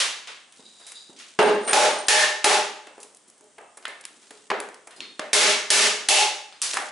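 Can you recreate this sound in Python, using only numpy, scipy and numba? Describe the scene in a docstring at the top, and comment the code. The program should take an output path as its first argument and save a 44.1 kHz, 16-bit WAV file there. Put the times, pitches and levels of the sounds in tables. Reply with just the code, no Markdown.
"""A hard-walled workshop, where a claw hammer drives a chisel into a wooden beam.
Hammer blows and snapping, dropping chips are bursts of noise in colour bands, each starting room echoes.
Decaying modes ring the beam and chisel; resonant noise gives blade rubs, with a sine added for the squeal.
A hand brushes off waste as clumpy hiss with ticks, over a steady room tone.
The blows are so loud that the recorder's limiter flattens the first part of each echo tail."""
import sys
import numpy as np
from scipy import signal
from scipy.fft import rfft, irfft
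from scipy.io import wavfile
from numba import njit

SR = 44100
rng = np.random.default_rng(int(sys.argv[2]) if len(sys.argv) > 2 else 0)


def write(x):
    x = np.atleast_2d(x).T
    wavfile.write(sys.argv[1], SR, np.round(np.clip(x, -1, 1) * 32767).astype(np.int16))


N = 304731

# All source levels are set ahead of the recorder's limiter and filters.
# Centres of the colour bands shared by contacts and echoes: centre_hz
BAND_CENTRES_HZ = [250, 600, 1500, 3000, 5500, 9000]
# Echoes of the hard-walled room, one row per colour band:
# centre_hz, t60_s, build_up_ms, left_right_likeness (0 to 1)
ROOM_BANDS = [(250, 0.5, 86, 0.98), (600, 0.56, 4.9, 0.88), (1500, 0.59, 6.2, 0.59), (3000, 0.56, 5, 0.67),
              (5500, 0.52, 1.2, 0.72), (9000, 0.41, 0.33, 0.86)]
# Colour of the room tone, before it is scaled to ROOM_TONE_DB: frequency_hz, density_db (per Hz)
ROOM_TONE_COLOUR = [(24, -52), (40, -8.5), (198, -8.5), (303, -8), (2040, -16.5), (2700, -19), (3110, -15),
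                    (4130, -21.5), (9190, -12), (11100, -39.5), (14400, -52.5), (22000, -120)]
# Hand and sleeve brushing over wood, one list per stroke: time_s, level_db
BRUSH_STROKES = [
    [(0.56, -58), (1.092, -56), (1.23, -74), (1.286, -51), (1.37, -61)],
    [(1.62, -50), (1.73, -38)],
    [(2.95, -66), (3.512, -84), (3.57, -73)],
    [(4.05, -64), (4.368, -57), (4.48, -57.5)],
    [(6.6, -99), (6.664, -34), (6.802, -41), (6.9, -48)],
]
# Relative colour of the brushing hiss: frequency_hz, density_db (per Hz)
BRUSH_SPECTRUM = [(88, -42), (150, -19), (462, -16), (689, -13), (3060, 6.5), (7850, 7), (10900, -0.5),
                  (11500, -47), (15000, -61), (22000, -120)]
# Thin steel squeal, one list per stroke: time_s, level_db
SQUEAL_STROKES = [
    [(1.41, -32), (1.472, -41), (1.592, -60), (1.674, -34), (1.69, -22), (1.708, -19.5), (1.735, -28)],
    [(1.9, -37), (1.97, -47), (1.99, -35.5), (2.058, -55.5), (2.075, -38)],
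]
# Blade rubbing on wood, one list per stroke: time_s, level_db
RUB_STROKES = [
    [(0.58, -73), (0.594, -55), (0.634, -67), (0.662, -48), (0.682, -60.5), (0.888, -50.5), (0.93, -62)],
    [(0.94, -59), (0.954, -40.5), (0.97, -43), (1.152, -72.5), (1.16, -65)],
]
# Narrow bands in which the blade sings: pitch_hz, width_hz (of each of two passes), level_db
BLADE_RESONANCES = [(3860, 400, -4), (4800, 320, -9), (7000, 700, -12), (9100, 600, -15)]
# Chips snapping, dropping and tools knocking, each a woody clack and a bright tick:
# start_s, clack_db, clack_pitch_hz, clack_fall_db (per octave away from the pitch),
# tick_db, echo_db (re the snap), length_ms (twice the swell time at 3000 Hz)
WOOD_KNOCKS = [(0.273, -33, 3320, 6.5, -55, -4, 0.69), (0.522, -53.5, 3000, 7, -48, -5, 4.4),
               (0.593, -46, 250, 5.5, -59, -8, 7.7), (0.799, -52.5, 1000, 8.5, -51, -0.5, 1.7),
               (0.865, -56.5, 3500, 5, -44.5, 6, 4.8), (0.918, -46, 1800, 5, -37, -14, 4.7),
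               (1.094, -40, 244, 10.5, -68, -7.5, 5.7), (1.163, -47.5, 4200, 11, -68, 1, 1.9),
               (1.188, -46, 4160, 8.5, -53, 6, 1.7), (1.676, -26.5, 1040, 4.5, -33, 0.5, 0.86),
               (2.869, -42, 700, 2.5, -106, -9.5, 3.9), (2.979, -39.5, 470, 8, -54, -8.5, 3),
               (3.002, -62, 1200, 13, -41.5, -1.5, 1.2), (3.029, -45, 3500, 15, -37.5, -13, 5.1),
               (3.147, -71, 600, 4, -43.5, -11, 2.1), (3.169, -72, 1300, 3, -47, -21, 3.6),
               (3.278, -53.5, 250, 16, -52, -25, 9.7), (3.299, -55, 700, 18, -43.5, -14, 2.8),
               (3.379, -64, 250, 11, -53, -13, 3.3), (3.409, -49, 357, 5, -47, -16, 1.5),
               (3.44, -64, 600, 15, -55, -7, 3.6), (3.581, -27.5, 920, 20.5, -52, -13, 5.6),
               (3.607, -38.5, 700, 15, -60, -10.5, 8.5), (3.771, -41.5, 860, 9, -41, -10, 7.1),
               (3.825, -54, 2100, 0, -70, -5, 2.5), (3.853, -14.5, 2150, 24, -36, -15.5, 2.7),
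               (3.88, -36, 600, 19, -34, -13, 1.5), (4.009, -53, 900, 3, -43, -41, 5.2),
               (4.038, -45, 2720, 5, -68, -15, 4.6), (4.052, -35.5, 2600, 6.5, -29, -16.5, 2.3),
               (4.106, -48.5, 276, 13, -70, -3.5, 2.8), (4.221, -68, 300, -2.5, -56, -2.5, 1.7),
               (4.306, -44.5, 250, 1, -44, -10, 4.9), (4.501, -19.5, 1340, 8, -64, -11.5, 5),
               (4.514, -10.5, 810, 14, -52, -13.5, 3.2), (4.602, -25.5, 900, 6, -23.5, -18.5, 1.3),
               (4.688, -31, 750, 17, -40.5, -30, 1.7), (4.743, -57.5, 500, -3, -58, -14, 3.1),
               (4.871, -34, 920, 14.5, -41.5, -11.5, 5.6), (4.907, -45, 2200, 11, -49, -3, 4.8),
               (4.962, -48.5, 250, 13, -56, 8, 6.5), (5.005, -23, 3000, 11.5, -47, -17.5, 0.86),
               (5.193, -24, 990, 3, -48, -14.5, 3.6), (6.525, -36, 2600, 9, -79, -14, 0.8),
               (6.617, -26.5, 2490, 9.5, -15, -7.5, 1.8), (6.623, -21, 5500, 14, -20, -4.5, 1.6),
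               (6.633, -34.5, 2763, 4.5, -37, -4.5, 1.2), (6.692, -39, 1100, 7, -40, -9, 1.9),
               (6.732, -27.5, 4260, 6, -45, -8.5, 6.4), (6.741, -28, 1297, 4.5, -24.5, -6, 1.8),
               (6.769, -17, 1500, 23, -26, -15, 3.5)]
# Blows and touches that set the chisel ringing:
# start_s, level_db, favoured_pitch_hz, fall_db (per octave away from it)
CHISEL_STRIKES = [(2.085, -1.5, 1690, 22), (2.445, -17, 2780, 21), (2.87, -50, 2640, 32),
                  (3.583, -51.5, 2620, 40), (3.853, -34, 1920, 28), (5.006, -27.5, 4070, 53),
                  (4.964, -44, 4660, 23), (6.527, -43, 4840, 24), (5.194, -39.5, 1710, 5),
                  (5.332, -2, 2280, 39), (5.704, -8.5, 2900, 3), (6.089, -3, 3260, 21.5),
                  (6.618, -39, 4320, 10)]
# Ringing modes of the chisel: pitch_hz, level_db, t60_s
CHISEL_MODES = [(1740, -17, 0.084), (1804, -1.5, 0.04), (2100, 4.5, 0.016), (2265, -5.5, 0.049),
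                (2670, -3.5, 0.063), (2870, -7, 0.014), (2895, -2.5, 0.024), (3490, -10, .025),
                (3680, -5, 0.033), (4275, -3, 0.037), (4930, -7.5, 0.038), (6250, -6, .015)]
# Blows and taps that set the beam ringing:
# start_s, level_db, favoured_pitch_hz, fall_db (per octave away from it)
BEAM_STRIKES = [(0.002, -41, 820, 29), (0.594, -51, 210, 22), (1.095, -56, 235, 8), (1.390, -14, 430, 0.5),
                (1.731, -6, 745, 21), (2.085, -9, 810, 13), (2.445, -11.5, 800, 11.5),
                (2.98, -52.5, 490, 16), (3.41, -57.5, 494, 12), (3.583, -40.5, 1180, 27),
                (4.306, -54, 402, 31), (4.503, -32.5, 450, 6), (5.194, -34.5, 610, 40),
                (5.332, -15, 594, 3.5), (5.704, -18.5, 570, 4.5), (6.089, -13, 796, 19),
                (6.771, -33, 790, 22)]
# Ringing modes of the wooden beam: pitch_hz, level_db, t60_s
BEAM_MODES = [(212, -5.5, 0.11), (422, 2.5, 0.11), (485.6, -14, 0.25), (614, -1, 0.099),
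              (792.6, -3.5, 0.051), (844.7, -1.5, 0.12), (1059, -16, 0.29), (1220, -7, 0.076),
              (1606, -6, 0.078), (1670, -10, 0.04), (2090, -39, 0.08), (2744, -3, 0.026)]
# Hammer blows: start_s, crack_db (direct, re the echoes), echo_db (at the knee), knee_hz,
# fall_below_db (per octave), fall_above_db (per octave)
HAMMER_BLOWS = [(0.001, 2.3, -24, 2780, 6.9, 2.8), (1.389, 1.1, -13, 810, 2.9, 6.46),
                (1.731, 10.4, -13, 586, 8.2, 0.14), (2.083, 8.7, -9, 2400, 10.4, .1),
                (2.443, 9.1, -15.5, 700, 54, 0.037), (5.331, 8.7, -4.5, 3440, 5.2, 0.09),
                (5.703, 8.6, -5.5, 4860, 4.7, .1), (6.086, 9.4, -10, 3350, 8.7, 0.064)]

ROOM_TONE_DB, SQUEAL_HZ = -59, 8880
# Shavings ticking under the hand: average rate, mean tick gain re the hiss, decay time constant
CRUMBS_PER_S, CRUMB_DB, CRUMB_DECAY_MS = 26, -0.5, 5.3
TICK_FALL_DB = 13  # per octave below the top band
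CRACK_THIN_DB = 4.5  # bass the crack lacks, per octave below 1500 Hz
BEAM_ECHO_DB, CHISEL_ECHO_DB, RUB_ECHO_DB = -39, -37, -44  # drive gains into the room echoes
ATTACK_MS, RELEASE_MS, AHEAD_MS = 0.77, 37.6, 1.2
LIMIT_DB, CLIP_CEILING, CUTOFF_HZ = -8, 0.52, 10900


def amp(db):
    """Turn decibels into linear gain."""
    return 10 ** (np.asarray(db) / 20)


def rms_one(x):
    """Scale a sound to unit rms."""
    return x / np.sqrt(np.mean(x ** 2) + 1e-20)


def stroke_gain(strokes):
    """Draw the gain of all strokes, interpolated in dB; each is at -120 dB outside its span."""
    t = np.arange(N) / SR
    gain = np.zeros(N)
    for stroke in strokes:
        time_s, level_db = np.transpose(stroke)
        gain += amp(np.interp(t, time_s, level_db, -120, -120))
    return gain


def stereo(mid, side, alike):
    """Spread two independent noises over left and right; likeness 1 leaves only the middle."""
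    return np.sqrt(1 + alike) * mid + np.sqrt(1 - alike) * side * [[1], [-1]]


def coloured(spectrum, alike):
    """Shape white noise to a spectrum and spread it in stereo, at unit rms."""
    hz, level_db = np.transpose(spectrum)
    grid = np.fft.rfftfreq(N, 1 / SR) + 1
    gain = amp(np.interp(np.log(grid), np.log(hz), level_db))
    mid, side = irfft(rfft(rng.standard_normal((2, N))) * gain, N)
    return rms_one(stereo(mid, side, alike))


def resonance(x, hz, width_hz):
    """Ring a sound through a two-pole peak with a gain of about 1 at its pitch."""
    r = np.exp(-np.pi * width_hz / SR)
    feedback = [1, -2 * r * np.cos(2 * np.pi * hz / SR), r * r]
    return signal.lfilter((1 - r * r) / 2 * np.array([1, 0, -1]), feedback, x)


def double_resonance(x, hz, width_hz):
    """Pass a sound twice through the same peak for steeper skirts."""
    return resonance(resonance(x, hz, width_hz), hz, width_hz)


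def band_noise(k, size, channels=1):
    """Filter white noise to band k, with edges midway in pitch to its neighbours, at unit rms."""
    centres = np.r_[150, BAND_CENTRES_HZ, 16000]
    edges = np.sqrt(centres[k:k + 2] * centres[k + 1:k + 3])
    sos = signal.butter(2, edges, "band", fs=SR, output="sos")
    white = rng.standard_normal((channels, size + 500))
    return rms_one(signal.sosfilt(sos, white)[:, 500:])  # skip the filter's start


def stereo_band_noise(k, size):
    """Spread noise of band k over two partly different channels, as the room does."""
    mid, side = band_noise(k, size, channels=2)
    return stereo(mid, side, ROOM_BANDS[k][3])


def echo_envelope(k):
    """Shape how the echoes of band k build up and die away."""
    t = np.arange(SR) / SR
    _, t60_s, build_up_ms, _ = ROOM_BANDS[k]
    return amp(-60 * t / t60_s) * (1 - np.exp(-t * 1000 / build_up_ms))


def fresh_echoes(clicks, k, noise):
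    """Start an echo tail at every click; the energies of overlapping tails add."""
    energy = signal.fftconvolve(clicks ** 2, echo_envelope(k) ** 2)[:N]
    return np.sqrt(np.abs(energy)) * noise


def workshop():
    """Build the dense noise tail with which the room answers a click."""
    return sum(echo_envelope(k) * stereo_band_noise(k, SR) for k in range(len(ROOM_BANDS)))


def echoed(x, echo):
    """Play a sound through the room by convolving it with the echo tail."""
    return signal.fftconvolve(x[None], echo, axes=1)[:, :N]


def contacts(start_s, direct_db, echo_db, length_ms):
    """Swell and fade a noise burst per band, slower in the bass, and start echoes in that band."""
    direct, echoes = np.zeros((1, N + 4000)), np.zeros((2, N))
    t_ms = np.arange(4000) / SR * 1000
    starts = (start_s * SR).astype(int)
    for k, hz in enumerate(BAND_CENTRES_HZ):
        for i, level_db, ms in zip(starts, direct_db[:, k], np.maximum(length_ms, 0.3)):
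            age = 2 * t_ms / ms * (hz / 3000) ** 0.12
            shape = age * np.exp(1 - age)
            # Every random burst carries the exact energy of its envelope.
            burst = rms_one(shape * band_noise(k, 4000)) * np.sqrt(np.mean(shape ** 2))
            direct[:, i:i + 4000] += amp(level_db) * burst
        clicks = np.zeros(N)
        clicks[starts] = amp(echo_db[:, k])
        echoes += fresh_echoes(clicks, k, stereo_band_noise(k, N))
    return echoes + direct[:, :N]


def struck(strikes, modes, echo_db):
    """Ring decaying modes, favouring those near each strike's pitch; the room answers in the same modes."""
    start_s, strike_db, favoured_hz, fall_db = np.transpose(strikes)
    starts = (start_s * SR).astype(int)
    ring = np.zeros((2, N))
    spread_db = rng.normal(0, 1.5, (len(starts), len(modes)))
    noise = [stereo_band_noise(k, N) for k in range(len(ROOM_BANDS))]
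    for m, (hz, level_db, t60_s) in enumerate(modes):
        band = np.argmin(np.abs(np.log(hz / np.array(BAND_CENTRES_HZ))))
        distance = np.abs(np.log2(hz / favoured_hz))  # octaves
        clicks = np.zeros(N)
        clicks[starts] = amp(strike_db + level_db - fall_db * distance + spread_db[:, m])
        drive = clicks + amp(echo_db) * fresh_echoes(clicks, band, noise[band])
        r, w = amp(-60 / (t60_s * SR)), 2 * np.pi * hz / SR
        feedback = [1, -2 * r * np.cos(w), r * r]
        ring += signal.lfilter([0, np.sin(w)], feedback, drive + 1e-18)  # tiny offset
    return ring


def room_tone():
    """Lay a steady, diffuse noise bed of fixed colour."""
    return amp(ROOM_TONE_DB) * coloured(ROOM_TONE_COLOUR, alike=0.7)


def brush():
    """Brush soft hiss in uneven clumps as loose shavings catch, with brief ticks on it."""
    clumps = amp(3.2 * rms_one(double_resonance(rng.standard_normal(N), 45, 70)))
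    ticks = (rng.random(N) < CRUMBS_PER_S / SR) * amp(CRUMB_DB + rng.normal(0, 2.8, N))
    crumbs = signal.lfilter([1], [1, -np.exp(-1000 / (CRUMB_DECAY_MS * SR))], ticks)
    hiss = coloured(BRUSH_SPECTRUM, alike=0.75)
    return stroke_gain(BRUSH_STROKES) * rms_one((clumps + crumbs) * hiss)


def squeal():
    """Squeal thin steel as a sine roughened by narrow resonant noise at the same pitch."""
    rough = rms_one(double_resonance(rng.standard_normal(N), SQUEAL_HZ, 90))
    tone = np.sin(2 * np.pi * SQUEAL_HZ * np.arange(N) / SR)
    return stroke_gain(SQUEAL_STROKES) * rms_one(tone + 1.3 * rough)


def rub():
    """Rub the blade on wood: friction noise twice through each of the blade's resonances."""
    white = rng.standard_normal(N)
    sung = np.zeros(N)
    for hz, width_hz, level_db in BLADE_RESONANCES:
        sung += amp(level_db) * rms_one(double_resonance(white, hz, width_hz))
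    return stroke_gain(RUB_STROKES) * sung


def knocks():
    """Snap waste wood short and dry: less bass arrives directly, and the echoes are duller."""
    columns = np.array(WOOD_KNOCKS).T[:, :, None]
    start_s, clack_db, clack_hz, fall_db, tick_db, echo_db, length_ms = columns
    hz = np.array(BAND_CENTRES_HZ)
    clack = amp(clack_db - fall_db * np.abs(np.log2(hz / clack_hz)))
    tick = amp(tick_db - TICK_FALL_DB * np.log2(hz[-1] / hz))
    snap_db = 10 * np.log10(clack ** 2 + tick ** 2)
    octaves = np.log2(hz / 1500)
    direct_db = snap_db + 1.5 * np.minimum(octaves, 0)
    room_db = snap_db + echo_db - 2.9 * np.maximum(octaves, 0)
    return contacts(start_s[:, 0], direct_db, room_db, length_ms[:, 0])


def chisel():
    """Ring the chisel's steel modes and their answer from the room."""
    return struck(CHISEL_STRIKES, CHISEL_MODES, CHISEL_ECHO_DB)


def beam():
    """Ring the beam's wooden modes and their answer from the room."""
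    return struck(BEAM_STRIKES, BEAM_MODES, BEAM_ECHO_DB)


def hammer():
    """Crack steel on steel, with direct bursts thinned in the bass and echoes tilted around a knee."""
    columns = np.array(HAMMER_BLOWS).T[:, :, None]
    start_s, crack_db, level_db, knee_hz, below_db, above_db = columns
    hz = np.array(BAND_CENTRES_HZ)
    octaves = np.log2(hz / knee_hz)
    echo_db = level_db + below_db * np.minimum(octaves, 0) - above_db * np.maximum(octaves, 0)
    thin_db = CRACK_THIN_DB * np.minimum(np.log2(hz / 1500), 0)
    return contacts(start_s[:, 0], crack_db + echo_db + thin_db, echo_db, np.full(len(start_s), 3.5))


def scene():
    """Mix the diffuse bed and hand sounds with the tools, wood and their room echoes."""
    blade = rub()
    blade_in_room = blade + amp(RUB_ECHO_DB) * echoed(blade, workshop())
    background = room_tone() + brush() + squeal()
    return background + blade_in_room + knocks() + chisel() + beam() + hammer()


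@njit
def follow(peak, attack, release):
    """Follow the level, quick up and slower down."""
    out, level = np.empty_like(peak), 0.
    for i in range(len(peak)):
        level += (peak[i] - level) * (attack if peak[i] > level else release)
        out[i] = level
    return out


def record(dry):
    """Limit both channels together with slight look-ahead, round the peaks, thin bass and cut top."""
    attack, release = min(1, 1000 / (ATTACK_MS * SR)), 1000 / (RELEASE_MS * SR)
    level = follow(np.abs(dry).max(axis=0), attack, release)
    ahead = round(AHEAD_MS * SR / 1000)
    level_ahead = np.r_[level[ahead:], level[-ahead:]]
    limited = dry / np.maximum(1, level_ahead / amp(LIMIT_DB))
    rounded = CLIP_CEILING * np.tanh(limited / CLIP_CEILING)
    thin = signal.sosfilt(signal.butter(2, 215, "high", fs=SR, output="sos"), rounded)
    return signal.sosfilt(signal.ellip(10, 0.5, 70, CUTOFF_HZ, fs=SR, output="sos"), thin)


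dry = scene()
out = record(dry)
write(out)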